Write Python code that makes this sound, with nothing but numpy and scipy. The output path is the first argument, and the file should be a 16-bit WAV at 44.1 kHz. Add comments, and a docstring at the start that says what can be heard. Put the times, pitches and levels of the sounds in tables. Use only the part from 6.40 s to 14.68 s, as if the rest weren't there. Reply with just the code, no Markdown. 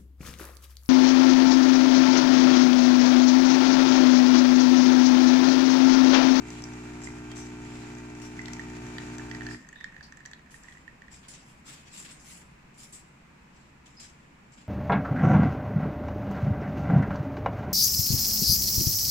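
"""An espresso machine pulls a shot in a kitchen: its vibrating pump hums and buzzes at the mains rate
as sums of stroke overtones, with noise for rattle and rushing water, then cuts out with a soft thump.
Coffee sputters in small wet ticks as the flow dies: ringing bubbles, splashes and dry cracks in a room tail.
Something is handled with soft rustles of shaped noise and brief squeaks of narrow-band noise.
The room rumbles quietly underneath as filtered noise; a stereo microphone with two ringing ports hears it all."""
import sys
import numpy as np
from scipy import signal
from scipy.fft import rfft, irfft, next_fast_len
from scipy.io import wavfile
from scipy.ndimage import uniform_filter1d, map_coordinates

SR = 44100
rng = np.random.default_rng(int(sys.argv[2]) if len(sys.argv) > 2 else 0)


def pcm_store(signal):
    """Save signal as 16-bit PCM."""
    levels = np.round(np.clip(np.atleast_2d(signal), -1, 1) * 32767)
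    wavfile.write(sys.argv[1], SR, levels.astype(np.int16).T)


N = 365148
TIME = np.arange(N) / SR
MAINS_HZ = 60.06
STROKE_PHASE = 0.2  # cycles
STOP_S = 3.145  # the pump is switched off


def amp(db):
    """Decibels to gain."""
    return 10 ** (np.asarray(db) / 20)


def unit(x):
    """Scaled to rms 1."""
    return x / np.sqrt(np.mean(x ** 2) + 1e-20)


def along(points, hz):
    """(Hz, value) points read on a log frequency axis."""
    point_hz, value = np.transpose(points)
    return np.interp(np.log(hz + 1), np.log(point_hz), value)


def wobble(rate):
    """A smooth random curve with `rate` knots a second."""
    steps = np.arange(0, TIME[-1] * rate + 1, 1 / 10)
    curve = map_coordinates(rng.standard_normal(4096), [steps], mode="wrap")
    return np.interp(TIME * rate, steps, curve)


def filtered(x, response):
    """x times a response of frequency."""
    n = x.shape[-1]
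    padded = next_fast_len(n + SR // 10)
    spectrum = rfft(x, padded) * response(np.fft.rfftfreq(padded, 1 / SR))
    return irfft(spectrum, padded)[..., :n]


def resonance(f, hz, width):
    """One causal resonance with peak gain 1; pitch and width in Hz."""
    return 1j * f * width / (hz * hz - f * f + 1j * f * width)


# Likeness of the left and right channels in diffuse sound: pitch_hz, likeness (0-1)
LEFT_RIGHT_LIKENESS = [(60, 0.99), (130, 1), (290, 0.77), (600, 0), (15000, 0.01)]


def noise(spectrum):
    """Diffuse stereo noise of rms 1, alike in the bass: mid and side share the power by likeness."""
    def mid_and_side(f):
        turn = np.arccos(np.clip(along(LEFT_RIGHT_LIKENESS, f), -1, 1)) / 2
        return amp(along(spectrum, f)) * [np.cos(turn), np.sin(turn)]

    mid, side = filtered(rng.standard_normal((2, N)), mid_and_side)
    return unit(np.array([mid + side, mid - side]))


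def add(track, s, sound):
    """Mix a sound into a track at time s."""
    part = track[..., round(s * SR):][..., :sound.shape[-1]]
    part += sound[..., :part.shape[-1]]


def swell(start, length, rise, t60, linger_db=-13, linger_t60=0.86):
    """A smooth rise, a hold, a quick fade and a weaker one that lingers in the room; times in s."""
    t = TIME - start
    after = np.clip(t - length, 0, 2)
    fade_db = np.maximum(-60 * after / t60, linger_db - 60 * after / linger_t60)
    return (1 + np.tanh(2 * t / rise - 1 / 2)) / 2 * amp(fade_db)


# Colour of the room's rumble and faint hiss: pitch_hz, relative level_db (per Hz)
KITCHEN_COLOUR = [(22, -9), (36, -8), (78, -2), (100, -19.5), (135, -1.5), (220, -5.5), (460, -17.5),
                  (700, -17.5), (960, -14), (1250, -17), (2500, -17.5), (3300, -29), (7500, -35),
                  (11000, -47)]


def kitchen(floor_db=-54.0, settle_db=-1.22):
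    """The room's diffuse rumble and faint hiss, easing slightly in level from 5.7 to 6.5 s."""
    drift_db = 0.4 * wobble(3)
    settling_db = np.interp(TIME, [5.7, 6.5], [0, settle_db])
    return amp(floor_db + settling_db + drift_db) * noise(KITCHEN_COLOUR)


def patches(x, depth_db):
    """Random swells of colour, a few hundred hertz wide and some tens of milliseconds long."""
    z = signal.stft(x, nperseg=512)[2]
    field = rng.standard_normal(z.shape[1:])
    for _ in range(2):
        across_pitch = uniform_filter1d(field, size=5, axis=0)
        field = uniform_filter1d(across_pitch, size=6, axis=1)
    return unit(signal.istft(z * amp(depth_db * unit(field)), nperseg=512)[1][:, :N])


def stroke(start, length, rise_share=0.16, t60=0.41, arch_db_per_s=35):
    """One rub: it presses hardest half way, the more so the longer it lasts."""
    way = np.clip((TIME - start) / length, 0, 1)
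    arch_db = arch_db_per_s * length * (1 / 2 - (2 * way - 1) ** 2)
    return swell(start, length, rise_share * length, t60) * amp(arch_db)


# Soft rubs, levels before the arch of each rub and the flutter:
# start_s, length_s, body_level_db, hiss_level_db, air_level_db
RUBS = [(0.047, 0.18, -58.5, -62.5, -91), (0.635, 0.011, -64, -49.5, -76),
        (0.953, 0.051, -52, -53.5, -69.5), (1.21, 0.3, -60, -66.5, -89), (1.815, 0.014, -55, -57, -62.5),
        (3.098, 0.027, -58, -56.5, -70), (4.104, 0.056, -64, -62, -65), (4.2, 0.2, -68, -69, -81),
        (4.707, 0.077, -61.5, -59, -73), (4.828, 0.027, -58.5, -75, -88), (4.882, 0.016, -54.5, -51, -73),
        (4.933, 0.012, -53.5, -53.5, -75), (5.045, 0.083, -67.5, -67.5, -70),
        (5.253, 0.093, -49.5, -54, -60.5), (5.45, 0.079, -59, -62.5, -87), (5.527, 0.12, -54.5, -53.5, -60),
        (5.647, 0.017, -48.5, -56.5, -62), (5.709, 0.011, -56, -54.5, -76), (5.797, 0.008, -71, -57.5, -67),
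        (5.842, 0.14, -57.5, -56.5, -59.5), (6.341, 0.01, -74, -65.5, -73), (6.374, 0.081, -59, -55.5, -59),
        (6.527, 0.016, -55.5, -55, -65), (7.126, 0.13, -69, -74.5, -92), (7.457, 0.026, -61.5, -62, -77),
        (7.598, 0.017, -51, -51.5, -63), (8.119, 0.0088, -69, -61.5, -82), (8.175, 0.014, -59, -65, -80)]
# Colours of the rubs' three parts, low to high: pitch_hz, relative level_db (per Hz)
RUB_BODY = [(60, -18), (170, 5), (450, -10.5), (940, -10.5), (1600, -5), (2300, -2), (3300, -3.5),
            (5000, -9.5), (9000, -31.5)]
RUB_HISS = [(1500, -37), (3500, -18), (5000, 0), (6600, -1), (7600, 4), (8400, -9), (10000, -11),
            (15000, -59)]
RUB_AIR = [(5000, -31), (8000, 2.5), (9500, 3.5), (11500, -4), (15000, -13)]


def rustles(grain_db=1.1, flutter_db=1.55, patchy_db=2.3):
    """Soft, grainy rubs of body, hiss and air noise; long ones swell in, short ones start abruptly."""
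    power = np.zeros((3, N))
    for start, length, *levels_db in RUBS:
        power += np.outer(amp(levels_db), stroke(start, length)) ** 2
    rub = np.zeros((2, N))
    for level, colour in zip(np.sqrt(power), (RUB_BODY, RUB_HISS, RUB_AIR)):
        rub += level * patches(noise(colour), patchy_db)
    return rub * amp(grain_db * wobble(350) + flutter_db * wobble(50))


# Squeaks within the rustles: start_s, pitch_hz, level_db, length_s (before the fade), width (share of pitch)
SQUEAK_EVENTS = [(0.901, 3200, -56, 0.025, .012), (0.96, 5920, -52, 0.07, 0.11),
                 (1.816, 5704, -55, 0.045, 0.067), (3.096, 4950, -53.5, 0.044, 0.19),
                 (3.355, 3680, -59, 0.089, 0.068), (3.627, 4730, -51.5, 0.012, 0.21),
                 (4.882, 9100, -52, 0.0078, .1), (5.3, 2550, -67, .3, 0.046),
                 (5.71, 8440, -54, 0.011, 0.13), (6.524, 7850, -50.5, 0.033, 0.19),
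                 (7.569, 5050, -54.5, 0.066, 0.065)]


def squeaks():
    """Brief whistles, some pure, some coarse: narrow-band noise keeps its wavering pitch, not its level."""
    out = np.zeros((2, N))
    for start, hz, db, length, width in SQUEAK_EVENTS:
        band = filtered(rng.standard_normal((2, SR // 2)), lambda f: resonance(f, hz, width * hz) ** 2)
        level_tone = np.cos(np.angle(signal.hilbert(band)))
        whistle = np.zeros((2, N))
        add(whistle, start - 0.01, unit(level_tone))
        out += amp(db) * whistle * swell(start, length, rise=0.0026, t60=0.22, linger_db=-17.5)
    return out


def bubble(hz, t60=0.017, attack=0.00079, glide_per_s=5, splash_db=-9, splash_t60=0.015, splash_width_hz=2300):
    """A drop's broad splash opens a small cavity that rings briefly, rising in pitch; the ring has peak 1."""
    t = np.arange(SR // 25) / SR
    life = t60 * np.exp(0.28 * rng.standard_normal())
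    onset = (1 - np.exp(-t / attack)) ** 2
    ring = np.sin(2 * np.pi * hz * t * (1 + glide_per_s * t / 2)) * onset * amp(-60 * t / life)
    splash = unit(filtered(rng.standard_normal(len(t)), lambda f: resonance(f, hz, splash_width_hz) ** 2))
    splash_fade = np.sqrt(onset) * amp(splash_db - 60 * t / splash_t60)
    return ring / np.abs(ring).max() + splash * splash_fade


# Colour of the dry cracks: pitch_hz, relative level_db (per Hz)
SNAP_COLOUR = [(500, -24), (1000, 7), (2600, -3), (3600, 1.5), (7400, 2), (8600, -12), (13000, -14)]


def snap(hz, width_hz=2300, broad=0.21, t60=0.014, attack=0.0002):
    """A film of coffee bursts: a dry crack of noise, strengthened around its own pitch."""
    t = np.arange(SR // 25) / SR

    def colour(f):
        return amp(along(SNAP_COLOUR, f)) * (broad + abs(resonance(f, hz, width_hz)) ** 2)

    burst = (1 - np.exp(-t / attack)) * amp(-60 * t / t60)
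    return unit(filtered(rng.standard_normal(len(t)), colour)) * burst / burst.max()


# Decay of the kitchen's echo: pitch_hz, t60_s
ROOM_DECAY = [(200, 0.14), (2000, 0.33), (8000, 0.26), (15000, 0.011)]


def room_tail():
    """A stereo room answer, left energy 1: decaying noise whose highest treble dies first."""
    hz, t, z = signal.stft(rng.standard_normal((2, SR // 3)), SR, nperseg=256)
    decay_db = -60 * t / along(ROOM_DECAY, hz)[:, None]
    tail = signal.istft(z * amp(decay_db), SR, nperseg=256)[1]
    return tail / np.linalg.norm(tail[0])


def tick(ring, crack, ring_wet_db=-8, crack_wet_db=-10, lag_s=0.00064, pan_db=6.5, snap_left_db=2):
    """One wet tick in the room: its crack lies a little to the left, its ring on the right."""
    sent = amp(ring_wet_db) * ring + amp(crack_wet_db) * crack
    sound = signal.fftconvolve(sent[None], room_tail(), axes=1)
    add(sound[0], 0, amp(-pan_db) * ring + amp(snap_left_db) * crack)
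    add(sound[1], lag_s, amp(pan_db / 2) * ring + crack)
    return sound


# The clearest wet ticks, levels before panning: start_s, bubble_peak_db, snap_level_db, snap_pitch_hz
CLEAR_TICKS = [(0.103, -48, -39.5, 6160), (0.2212, -54, -42, 6030), (0.2391, -51, -36, 5800),
               (0.625, -54, -46, 5900), (0.6712, -31.5, -46, 6050), (0.9153, -48, -39.5, 3570),
               (1.9914, -29.5, -51, 6200), (2.0572, -46, -40, 3450), (2.0819, -36, -41, 4540),
               (2.1328, -41, -34, 5700), (2.194, -29.5, -52, 7380), (2.5825, -32, -37.5, 3400),
               (2.7825, -40, -40.5, 6400), (2.7951, -35, -60, 4000), (2.9125, -31, -41.5, 3940),
               (2.9477, -32, -44, 4690), (3.0076, -31.5, -58, 3040), (3.0184, -34.5, -53, 3360),
               (3.0657, -31.5, -41.5, 4740), (3.087, -32, -56, 4930), (3.11, -33, -50, 4690),
               (3.1448, -34.5, -56, 4830), (3.2882, -43.5, -46.5, 6900), (3.3277, -41, -55, 7650),
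               (3.3578, -39, -57, 3710), (3.4088, -36, -53, 3700), (3.442, -28.5, -43.5, 3800),
               (3.564, -38.5, -57, 4720), (3.608, -39, -57, 4750), (3.7225, -40, -51, 6020),
               (3.771, -43, -50.5, 7240), (3.8045, -41, -61, 7790), (3.8528, -41, -43.5, 3240),
               (3.8586, -37.5, -42, 5650), (3.913, -44, -49.5, 7450), (3.9332, -39, -44.5, 3440),
               (4.1418, -39.5, -63, 7510), (4.235, -52, -51, 6300), (4.2835, -40, -63, 7530),
               (4.3235, -47, -55, 3500), (4.37, -44, -70, 3520), (4.4776, -37, -57, 3070),
               (4.619, -40, -56, 3080), (4.6815, -44, -59, 3140)]
# The bubbles' central pitch drifts with the flow into the glass: time_s, pitch_hz
BUBBLE_DRIFT = [(.67, 1920), (2.15, 1906), (2.6, 1800), (3.4, 1797), (3.75, 1776), (4.5, 1860)]


def coffee(count=44, spit_bubble_db=-49, spit_snap_db=-57, drip_bubble_db=-55.5, drip_snap_db=-73,
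           range_db=11, snap_hz=6200, pitch_scatter=0.029):
    """Clear ticks, faint spits in step with the piston, and a faint dribble as the flow dies."""
    ticks = list(CLEAR_TICKS)
    for spit, drip, size in rng.random((count, 3)):
        cycle_number = np.floor(STOP_S * spit * MAINS_HZ)
        spit_s = (cycle_number + STROKE_PHASE / 2) / MAINS_HZ
        drip_s = 2.85 + 1.55 * drip
        louder_db = range_db * size
        ticks.append((spit_s, spit_bubble_db, spit_snap_db + louder_db, snap_hz))
        ticks.append((drip_s, drip_bubble_db + louder_db, drip_snap_db + louder_db, snap_hz))
    out = np.zeros((2, N))
    for s, bubble_db, snap_db, crack_hz in ticks:
        central_hz = np.interp(s, *np.transpose(BUBBLE_DRIFT))
        hz = central_hz * (1 + pitch_scatter * rng.standard_normal())
        add(out, s, tick(amp(bubble_db) * bubble(hz), amp(snap_db) * snap(crack_hz)))
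    return out


# The machine's body has its own mode
BODY_MODE_HZ, BODY_MODE_T60_S = 245, 0.33


def thump(rest_s=3.204, level_db=-37.5, t60=0.06):
    """The piston comes to rest with a soft knock: a decaying tone at the body's mode."""
    t = np.maximum(TIME - rest_s, 0)
    onset = np.tanh(BODY_MODE_HZ * t)
    return amp(level_db - 60 * t / t60) * np.sin(2 * np.pi * BODY_MODE_HZ * t) * onset


# The pump's effort while it runs: time_s, level_db
PUMP_EFFORT = [(0, -1), (1.0, -1.5), (1.7, -2), (2.4, -0.5), (3.1, 0)]


def running(t60):
    """The pump's strength: its effort until the switch-off, then a steady decay."""
    effort_db = np.interp(TIME, *np.transpose(PUMP_EFFORT))
    return amp(effort_db - 60 * np.clip(TIME - STOP_S, 0, 1) / t60)


def overtone(k, cycle, phase, spread=0.023):
    """One multiple of the stroke rate at rms 1; the higher ones lead more in phase on the left."""
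    lead = min(spread * k * k, 1) / 2 * np.array([[1], [-1]])
    return np.sqrt(2) * np.cos(2 * np.pi * k * cycle + phase + lead)


# Low sway of the machine's body, before the pump's gain and effort: multiple (of the mains), level_db (rms)
BODY_SWAY = [(1, -53), (2, -48.5), (3, -58.5), (4, -47), (5, -46), (6, -51), (7, -55.5)]


def hum(cycle, waver_db=0.72, dispersion=0.96, sway_t60=0.13):
    """The heavy body spreads its low orders over the cycle; the one nearest its mode outlasts the others."""
    out = 0
    for k, db in BODY_SWAY:
        near_mode = abs(resonance(k * MAINS_HZ, BODY_MODE_HZ, MAINS_HZ)) ** 2
        life = sway_t60 + (BODY_MODE_T60_S - sway_t60) * near_mode
        level = running(life) * amp(db + waver_db * wobble(8.16))
        out = out + level * overtone(k, cycle, dispersion * k ** 2)
    return out


# Housing panels that pick out the buzz, before the pump's gain and effort:
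# pitch_hz, width_hz, level_db (rms of a multiple at the centre)
HOUSING_PANELS = [(715, 250, -64.5), (906, 110, -60.5), (1218.5, 38, -61.5), (1394.3, 28.5, -58.5),
                  (1542.3, 35.6, -55), (1820, 94, -67.5), (2368, 56, -57.5), (2643, 35, -66)]


def buzz(cycle, waver_db=1.6, order=8, count=52, floor_db=-78.5, fall_db_per_octave=8,
         spread_rad=6.017, scatter_rad=0.45):
    """Higher orders start with the stroke and sound where the panels resonate, each wavering by itself."""
    out = np.zeros((2, N))
    for k in range(order, count):
        panels = [amp(db) * abs(resonance(k * MAINS_HZ, hz, width)) ** 2 for hz, width, db in HOUSING_PANELS]
        # the stroke's own buzz between the resonances
        own = amp(floor_db - fall_db_per_octave * np.log2(k / order))
        gain = np.linalg.norm(panels + [own])
        level = gain * amp(waver_db * wobble(7.51))
        # bending waves cross the panels more slowly at low pitch
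        phase = scatter_rad * rng.standard_normal() - spread_rad * np.sqrt(k)
        out += level * overtone(k, cycle, phase)
    return out


# Colour of the rushing water: pitch_hz, relative level_db (per Hz)
WATER_COLOUR = [(60, -12), (140, 3.5), (250, -0.5), (480, -14.5), (1000, -8.5), (1500, -8.5), (2400, -9),
                (3300, -17.5), (4500, -18.5), (7000, -17), (8500, -26), (15000, -44.5)]


def pump(hum_db=1.0, buzz_db=1, water_db=-48.5, rattle_db=-61, rattle_decay=0.77, surge_db=2.5, run_down_t60=0.073):
    """Each piston stroke shakes the housing, rattles it and pushes hissing water."""
    cycle = MAINS_HZ * TIME - STROKE_PHASE + 0.012 * wobble(1.4)
    gate = np.exp(-(cycle % 1) / rattle_decay)  # decay in cycles
    rattle_colour = [(400, -53), (850, 16), (1300, -16), (2000, 11), (2500, 6), (3200, 0.0),
                     (7000, -21), (12000, -45)]  # pitch_hz, relative level_db
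    rattle = unit(gate * noise(rattle_colour))
    flow_db = 0.7 * wobble(3) + 1.2 * wobble(40)
    water = noise(WATER_COLOUR) * amp(flow_db + surge_db * (gate - gate.mean()))
    rasp = amp(buzz_db) * buzz(cycle) + amp(rattle_db) * rattle + amp(water_db) * water
    return amp(hum_db) * hum(cycle) + running(run_down_t60) * rasp


def scene():
    """The room, the handling, the coffee and the machine together."""
    return kitchen() + rustles() + squeaks() + coffee() + thump() + pump()


def record(dry, left_hz=7450, right_hz=9100, port_width_hz=1000, left_boost=1, right_boost=0.088, top_hz=15600):
    """Each microphone port rings at its own treble pitch; nothing passes above the band limit."""
    def response(f):
        left = left_boost * resonance(f, left_hz, port_width_hz)
        right = right_boost * resonance(f, right_hz, port_width_hz)
        return (1 + np.array([left, right])) * (f < top_hz)

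    return filtered(dry, response)


dry = scene()
out = record(dry)
pcm_store(out)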